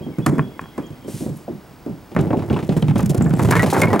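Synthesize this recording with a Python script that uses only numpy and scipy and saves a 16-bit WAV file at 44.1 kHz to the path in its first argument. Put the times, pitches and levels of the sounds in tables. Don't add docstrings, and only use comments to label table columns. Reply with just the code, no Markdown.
import sys
import numpy as np
from scipy import signal
from scipy.fft import rfft, irfft
from scipy.io import wavfile
from scipy.ndimage import uniform_filter1d

SR = 44100
rng = np.random.default_rng(int(sys.argv[2]) if len(sys.argv) > 2 else 0)


def transcribe(signal):
    frames = np.atleast_2d(signal).T
    limited = np.clip(frames, -1, 1)
    pcm = np.round(limited * 32767).astype(np.int16)
    wavfile.write(sys.argv[1], SR, pcm)


N = 176400
TIME = np.arange(N) / SR


def amp(db):
    return 10 ** (np.asarray(db) / 20)


def unit(x):
    return x / np.sqrt(np.mean(x ** 2) + 1e-20)


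def read(points, hz):
    f, value = np.transpose(points)
    return np.interp(np.log(hz + 1), np.log(f + 1), value)


def add(mix, s, sound):
    start = round(s * SR)
    sound = sound[..., max(-start, 0):]
    part = mix[:, max(start, 0):][:, :sound.shape[-1]]
    part += sound[..., :part.shape[1]]


def grains(size, per_s, spread_db):
    strength = amp(spread_db * np.minimum(rng.exponential(1, size), 3.5))
    return rng.standard_normal((2, size)) * strength * (rng.random(size) < per_s / SR)


def ring(tones, hz=1):
    t = np.arange(SR // 4) / SR
    return sum(amp(db - 60 * t / fade) * np.sin(2 * np.pi * f * hz * t) for f, db, fade in tones)


# f/Hz, level/dB
WIDTH = [(60, -22), (250, -28), (700, -15), (2000, -12.5), (4000, -20), (10000, -24)]
def coloured(noise, colour, band=None):
    hz = np.fft.rfftfreq(noise.shape[1], 1 / SR) + 1e-3
    gain = amp(read(colour, hz))
    if band:
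        gain = gain / np.sqrt((1 + (band[0] / hz) ** 12) * (1 + (hz / band[1]) ** 12))
    middle, side = rfft(noise) * gain
    side = side * amp(read(WIDTH, hz))
    return unit(irfft(np.array([middle + side, middle - side]), noise.shape[1]))


# lowest f/Hz, highest f/Hz
BANDS = [(750, 2400), (62, 250), (250, 850), (2400, 17000)]
def blows(rows, parts, colour):
    out, t = np.zeros((2, N)), np.arange(16384) / SR
    for s, *levels in rows:
        for db, band, (gain_db, rise, fade, tail_db, tail_fade) in zip(levels, BANDS, parts):
            shape = (1 - np.exp(-t / rise)) * (amp(-60 * t / fade) + amp(tail_db - 60 * t / tail_fade))
            part = unit(shape * coloured(rng.standard_normal((2, len(t))), colour, band))
            opening = np.sqrt(np.mean(unit(shape)[:SR // 50] ** 2))
            add(out, s, amp(db + gain_db) * part / opening)
    return out


# f/Hz, level/dB
AIR_COLOUR = [(20, 9), (40, 7.5), (70, 6), (150, 6), (330, 1.5), (520, -5), (800, -4), (1750, -14),
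              (2400, -17), (5000, -23), (9300, -27), (15000, -28.5), (16000, -34)]
def background(air_db=-42.5, whine_hz=15734, whine_db=-63, ticks_per_s=59.9, tick_hz=5000, tick_db=-51):
    air = coloured(rng.standard_normal((2, N)), AIR_COLOUR)
    whine = np.sqrt(2) * np.sin(2 * np.pi * whine_hz * TIME)
    from_tick = (TIME * ticks_per_s % 1 - .5) / ticks_per_s
    ticks = np.exp(-(from_tick / .0007) ** 2) * np.sin(2 * np.pi * tick_hz * from_tick)
    return amp(air_db) * air + amp(tick_db) * ticks + amp(whine_db) * whine


# t/s, top f/Hz, level/dB
BIRD_NOTES = [(-.085, 3270, -48.5), (.118, 3420, -46.5), (.32, 3363, -47.5), (0.527, 3330, -49.5),
              (.728, 3265, -49), (0.936, 3180, -53.5)]
# t/s from its start, share of top pitch, level/dB
NOTE_PATH = [(0, .68, -14), (.02, .65, -4), (.05, .59, -12), (.07, .71, -14), (.09, .75, -4), (.1, .9, -9),
             (.11, .985, 0), (.13, 1, 0), (.15, .97, -10)]
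def bird(echo_fade_s=1.1):
    out = np.zeros((2, N))
    at, share, shape_db = np.transpose(NOTE_PATH)
    t = np.arange(0, at[-1], 1 / SR)
    shape = amp(np.interp(t, at, shape_db)) * signal.windows.tukey(len(t), .1)
    for s, hz, db in BIRD_NOTES:
        cycles = np.cumsum(hz * np.interp(t, at, share)) / SR
        add(out, s, amp(db) * shape * np.sin(2 * np.pi * cycles))
    echo = rng.standard_normal((2, SR)) * amp(-60 * TIME[:SR] / echo_fade_s)
    return out + signal.fftconvolve(out, echo / np.linalg.norm(echo[0]), axes=1)[:, :N]


# t/s, f/Hz, length/s, level/dB
SQUEAKS = [(0.857, 6560, 0.022, -57.5), (1.364, 10900, 0.019, -51), (3.221, 7400, 0.0047, -30.5),
           (3.229, 7400, 0.0069, -41), (3.241, 7350, 0.0068, -43), (3.267, 7350, 0.0081, -44),
           (3.284, 7300, 0.009, -47), (3.307, 7400, 0.013, -58), (3.347, 7600, 0.013, -44),
           (3.36, 7500, .01, -43), (3.4, 7600, 0.012, -46)]
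def squeaks():
    out = np.zeros((2, N))
    for s, hz, length, db in SQUEAKS:
        t = np.arange(0, length, 1 / SR)
        pitches = hz * (1 + .09 * rng.uniform(-0.86, 1, size=(6, 1)))
        tones = np.sin(2 * np.pi * (pitches * t + rng.random(size=(6, 1)))).sum(0)
        add(out, s, amp(db) * unit(tones * np.hanning(len(t))))
    return out


# t/s, level/dB
SCUFF = [(1.06, -67), (1.085, -45), (1.13, -43), (1.19, -41.5), (1.25, -44.5), (1.32, -59), (1.38, -54),
         (1.45, -61)]
# f/Hz, level/dB
SCUFF_COLOUR = [(1180, -22), (2000, -17), (2560, -16.5), (4480, -16), (5270, -15), (8290, -12),
                (10300, -14.5), (15500, -26)]
def scuff():
    hiss = coloured(grains(N, per_s=18000, spread_db=1.5), SCUFF_COLOUR)
    return hiss * amp(np.interp(TIME, *np.transpose(SCUFF), left=-120, right=-120))


# t/s, clack/dB, thud/dB, knock/dB, tick/dB
THUMPS = [(0.007, -61, -26.5, -25, -80), (0.062, -43, -23.5, -19, -75), (0.184, -28.5, -16.5, -16.5, -38.5),
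          (0.262, -4, -5, -3.5, -13.5), (0.296, -38, -23, -7.5, -57), (0.329, -46, -15, -43, -57),
          (0.381, -18, -10.5, -16, -36), (0.612, -31, -30.5, -31.5, -40.5), (0.778, -21, -28, -16, -36),
          (0.904, -58, -27.5, -32, -46), (1.045, -40, -46, -26.5, -49), (1.08, -37, -32, -22, -39),
          (1.141, -55, -22.5, -29, -46), (1.206, -47, -24, -18, -40), (1.261, -40, -21.5, -18, -50),
          (1.292, -45, -19.5, -37, -41), (1.482, -39.5, -28, -19, -51), (1.524, -51, -27.5, -48, -50),
          (1.861, -44, -40, -18, -50), (1.894, -47, -23.5, -22, -50)]
# gain/dB, rise/s, fade/s, tail/dB, tail fade/s
THUMP_PARTS = [(-12.5, 0.0036, 0.028, -18.5, 0.25), (-4.5, 0.0013, 0.25, -1, 0.32),
               (-7, 0.0029, 0.17, -15.5, 0.73), (-14, 0.0012, 0.019, -16.5, 0.25)]
# f/Hz, level/dB
THUMP_COLOUR = [(35, -42), (60, -14), (151, 9), (309, -3), (855, -26), (960, -21), (2260, -34), (2780, -41),
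                (5430, -39.5), (6090, -39), (7500, -36.5), (11900, -42.5), (15000, -57)]
def thumps():
    return blows(THUMPS, THUMP_PARTS, THUMP_COLOUR)


# t/s, f/Hz, level/dB
HOLLOW_NOTES = [(.184, 166, -11), (0.298, 170, 0), (0.328, 306, -4.5), (.783, 404, -14.5),
                (1.081, 423, -17), (1.262, 443, -19), (1.480, 570, -15), (1.487, 374, -23),
                (1.863, 400, -42), (2.165, 330, -10), (2.306, 605, -14), (2.329, 910, -12.5),
                (2.338, 727, -7.5), (2.501, 276, -12), (2.565, 830, -19), (2.692, 196, -28),
                (2.765, 227, -5.5), (2.825, 160, -8), (2.883, 173, -22), (3.054, 112, -25),
                (3.116, 582, -16), (3.178, 189, -13), (3.211, 129.4, -1), (3.309, 157, -4),
                (3.426, 122, -26), (3.641, 610, -3), (3.727, 798, 6), (3.858, 207, -3.5)]
# multiple of its pitch, level/dB, fade/s for a 595 Hz note
PLANK_TONES = [(.66, -25, 0.063), (1.002, 0.5, 0.037), (1.188, -5.5, 0.049), (1.58, -28, 0.017)]
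# t/s, f/Hz, level/dB
CLICKS = [(2.307, 2670, -31.5), (2.5, 2810, -26.5), (2.544, 2890, -28), (2.569, 2780, -28),
          (2.692, 3380, -31), (2.825, 3200, -22.5), (2.884, 3140, -29.5), (2.899, 2180, -26),
          (2.912, 2300, -33), (2.958, 2330, -34), (3.210, 2350, -37)]
# multiple of its pitch, level/dB, fade/s
CLICK_TONES = [(.83, -12, 0.015), (1, -1.5, 0.018), (1.18, -7.5, .02)]
def planks(rise_s=.002):
    out = np.zeros((2, N))
    for s, hz, db in HOLLOW_NOTES:
        linger = (595 / hz) ** 0.2
        note = ring([(ratio, level, fade * linger) for ratio, level, fade in PLANK_TONES], hz)
        add(out, s, amp(db) * note * (1 - np.exp(-TIME[:len(note)] / rise_s)))
    for s, hz, db in CLICKS:
        add(out, s, amp(db) * ring(CLICK_TONES, hz))
    return out


# t/s, level/dB
RAPS = [(.394, 2.5), (.5935, -4.5), (.640, -20.5), (.658, -21.5), (2.165, -4), (2.306, -16), (2.564, -18),
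        (3.511, -6), (3.525, -15), (3.593, -8), (3.729, -10)]
# f/Hz, level/dB, fade/s
RAP_TONES = [(1090, -12, 0.019), (1380, -21, 0.018), (1670, -15, 0.0097), (2430, -32, 0.034),
             (3140, -31, .012)]
def ball_raps(top_hz=2800):
    out = np.zeros((2, N))
    rap = signal.sosfilt(signal.butter(6, top_hz, fs=SR, output="sos"), ring(RAP_TONES))
    for s, db in RAPS:
        add(out, s, amp(db) * rap)
    return out


# t/s, clack/dB, thud/dB, knock/dB, tick/dB
BUMPS = [(2.116, -37, -39, -33, -50.5), (2.164, -6.5, -12.5, -7.5, -35.5), (2.189, -18, -7.5, -11.5, -33.5),
         (2.268, -32, -18.5, -22.5, -48), (2.304, -20.5, -19.5, -15, -52), (2.33, -21, -42, -11.5, -45.5),
         (2.37, -55, -18, -20, -44), (2.392, -25, -29, -36, -44), (2.422, -22.5, -27, -27, -46),
         (2.504, -17, -13.5, -17.5, -43), (2.528, -22, -17.5, -17, -38), (2.563, -17.5, -23, -20, -41.5),
         (2.589, -20, -33, -30, -39.5), (2.627, -25.5, -23, -27, -42), (2.691, -24, -10.5, -14.5, -36.5),
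         (2.722, -24.5, -20, -36, -42), (2.765, -19.5, -12.5, -18, -40), (2.826, -16.5, -4, -16, -34),
         (2.882, -19, -8.5, -19.5, -37.5), (2.909, -15.5, -7, -59, -41.5), (2.957, -16.5, -11, -18, -34.5),
         (2.992, -14, -16, -19.5, -37), (3.028, -24, -11, -39, -50), (3.057, -33, -14, -47, -50),
         (3.097, -39, -13.5, -19.5, -43), (3.145, -22.5, -28, -15.5, -46), (3.178, -26, -9.5, -30, -49),
         (3.209, -16.5, -8.5, -20.5, -44), (3.249, -35, -7.5, -19, -48), (3.262, -14, -12.5, -17, -58),
         (3.308, -18, -11, -22.5, -42.5), (3.335, -17.5, -7, -14.5, -38), (3.394, -9.5, -21, -17.5, -38),
         (3.426, -30, -11.5, -23, -46), (3.448, -16, -18, -18.5, -35), (3.487, -19, -22.5, -17, -35.5)]
# gain/dB, rise/s, fade/s, tail/dB, tail fade/s
BUMP_PARTS = [(-14, 0.00047, 0.092, -23, 0.37), (-2, 0.0076, 0.084, -12, 0.24),
              (-3, 0.00069, 0.12, -13.5, 0.78), (-4, 0.00038, 0.018, 0.5, 0.18)]
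# f/Hz, level/dB
BUMP_COLOUR = [(29, -48), (50, -4.5), (110, -1.5), (153, 9.5), (230, -2), (329, -4), (518, -13.5),
               (778, -19), (836, -18.5), (919, -22), (1410, -27), (3340, -39.5), (4440, -46), (9530, -54),
               (15000, -68)]
def ball_bumps():
    return blows(BUMPS, BUMP_PARTS, BUMP_COLOUR)


# t/s, rumble/dB, crackle/dB
ROLL = [(2.15, -26, -61), (2.3, -28.5, -64), (2.65, -30.5, -55), (2.85, -31, -53.5), (3.2, -34, -54.5),
        (3.45, -14, -41), (3.6, -16, -49), (3.72, -18, -29), (3.8, -24.5, -37), (3.87, -11, -47),
        (4, -39, -75)]
# f/Hz, level/dB
RUMBLE_COLOUR = [(25, -40), (45, -50), (65, -16), (90, 14.5), (170, 9.5), (285, -6.5), (550, -14.5),
                 (820, -13), (1400, -21), (2100, -23), (2700, -41.5), (5000, -45)]
GRIT_COLOUR = [(1500, -5), (4000, -2.5), (6800, 2), (10500, 0), (15000, -8)]
# t/s, length/s, level/dB
CRUNCHES = [(2.208, 0.0089, -39), (2.766, 0.016, -38.5), (2.821, 0.005, -42), (2.954, 0.003, -47),
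            (2.978, 0.017, -36.5), (3.005, .008, -35), (3.026, 0.0072, -36), (3.059, 0.0074, -33.5),
            (3.094, 0.021, -32.5), (3.145, 0.01, -36), (3.175, .008, -35), (3.225, 0.0013, -26.5),
            (3.391, 0.0083, -35), (3.427, 0.012, -31.5), (3.451, 0.014, -39.5), (3.508, 0.0091, -20.5),
            (3.623, 0.0012, -20.5), (3.732, .011, -14.5), (3.814, 0.011, -25)]
def ball_roll():
    times, rumble_db, crackle_db = np.transpose(ROLL)
    rumble = coloured(grains(N, per_s=260, spread_db=2), RUMBLE_COLOUR)
    crackle = coloured(grains(N, per_s=900, spread_db=3.5), GRIT_COLOUR)
    out = rumble * amp(np.interp(TIME, times, rumble_db, left=-120))
    out += crackle * amp(np.interp(TIME, times, crackle_db, left=-120))
    t = np.arange(4096) / SR
    for s, length, db in CRUNCHES:
        crunch = coloured(grains(len(t), per_s=3500, spread_db=1.5), GRIT_COLOUR)
        add(out, s, amp(db) * np.exp(-(t / length) ** 4) * crunch)
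    return out


# t/s, f/Hz, level/dB
RINGING_CLACKS = [(3.264, 1750, -32), (3.511, 2250, -24), (3.523, 1680, -17), (3.554, 1800, -17),
                  (3.564, 2160, -19), (3.595, 1933, -6), (3.632, 2110, -25), (3.819, 2155, -11),
                  (3.835, 2150, -11), (3.872, 2220, -18), (3.905, 1930, -25), (3.995, 2150, -21)]
# multiple of its pitch, level/dB, fade/s
CLACK_TONES = [(.69, -13, .06), (.77, -14, .08), (.84, -14, .09), (1, 0, .1), (1.105, -11, .06),
               (1.46, -28, .07), (1.92, -30, .06)]
def ringing_clacks():
    out = np.zeros((2, N))
    for s, hz, db in RINGING_CLACKS:
        add(out, s, amp(db) * ring(CLACK_TONES, hz))
    return out


# t/s, clack/dB, thud/dB, knock/dB, tick/dB
CRASH = [(3.509, -7, -48, -15, -34), (3.522, -3.5, -45, -26, -24.5), (3.553, -12.5, -10, -16.5, -24.5),
         (3.566, -10, -19, -20, -24), (3.594, -8, -13, -19, -22), (3.63, -5.5, -12, -8.5, -17),
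         (3.644, -22, -1, -16, -39), (3.661, -12.5, -35, -14, -19), (3.7, -29, -39, -36, -22.5),
         (3.728, -1.5, -11, -4.5, -23), (3.743, 0.5, -7.5, -8, -17.5), (3.764, -4.5, -15, -9, -24),
         (3.795, -24, -13, -23, -28), (3.817, -22, -24, -15, -29), (3.833, -10, -32, -16, -29),
         (3.857, -11, -6, -15.5, -33), (3.882, -23, -22, -13.5, -28), (3.902, -20, -21, -15.5, -33),
         (3.93, -5.5, -5, -8.5, -23.5), (3.942, -15, -8.5, -20, -51), (3.96, -10, -21.5, -12.5, -32),
         (3.993, -15, -35, -19, -23.5)]
# gain/dB, rise/s, fade/s, tail/dB, tail fade/s
CRASH_PARTS = [(-14, 0.00039, 0.091, -12.5, 0.24), (-7.5, 0.0023, 0.16, -26, 0.54),
               (-1, 0.0011, 0.12, -25, 0.21), (-9, 0.00053, 0.024, 1.5, 0.14)]
# f/Hz, level/dB
CRASH_COLOUR = [(29, -50), (50, -27), (87, -15), (150, 9), (259, -6.5), (322, -13.5), (362, -10),
                (724, -18), (987, -13.5), (1310, -15), (2120, -21.5), (2760, -27), (5380, -33), (9530, -34),
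                (15000, -42.5)]
def pins():
    return blows(CRASH, CRASH_PARTS, CRASH_COLOUR)


# f/Hz, level/dB
BALANCE = [(40, 7), (90, -4), (170, -2), (350, -0.4), (800, 0.3), (12000, -0.1)]
# f/Hz, phase/radians
LEFT_LEAD = [(0, 0), (260, 0.6), (2240, 0.23), (7240, 0.64), (8350, 0.28), (16200, 0.038)]
def scene():
    mix = thumps() + scuff() + planks() + ball_raps() + ball_bumps() + ball_roll()
    mix += ringing_clacks() + pins() + bird() + squeaks() + background()
    hz = np.fft.rfftfreq(N, 1 / SR)
    lean = amp(read(BALANCE, hz) / 2) * np.exp(.5j * read(LEFT_LEAD, hz))
    return irfft(rfft(mix) * np.array([lean, 1 / lean]), N)


def record(dry, low_cut_hz=62, limit_db=-10, recover_db_per_s=170, top_hz=15950):
    dry = signal.sosfilt(signal.butter(2, low_cut_hz, btype="high", fs=SR, output="sos"), dry)
    power_db = 10 * np.log10(abs(uniform_filter1d((dry ** 2).mean(0), size=130)) + 1e-12)
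    fall = TIME * recover_db_per_s
    peak_db = np.maximum.accumulate(power_db + fall) - fall
    over_db = uniform_filter1d(np.maximum(peak_db - limit_db, 0), size=90)
    held = dry / amp(1.25 * over_db)
    treble_cut = signal.firwin(511, top_hz, window=("kaiser", 9), fs=SR)
    return signal.oaconvolve(held, treble_cut[None], "same")


dry = scene()
out = record(dry)
transcribe(out)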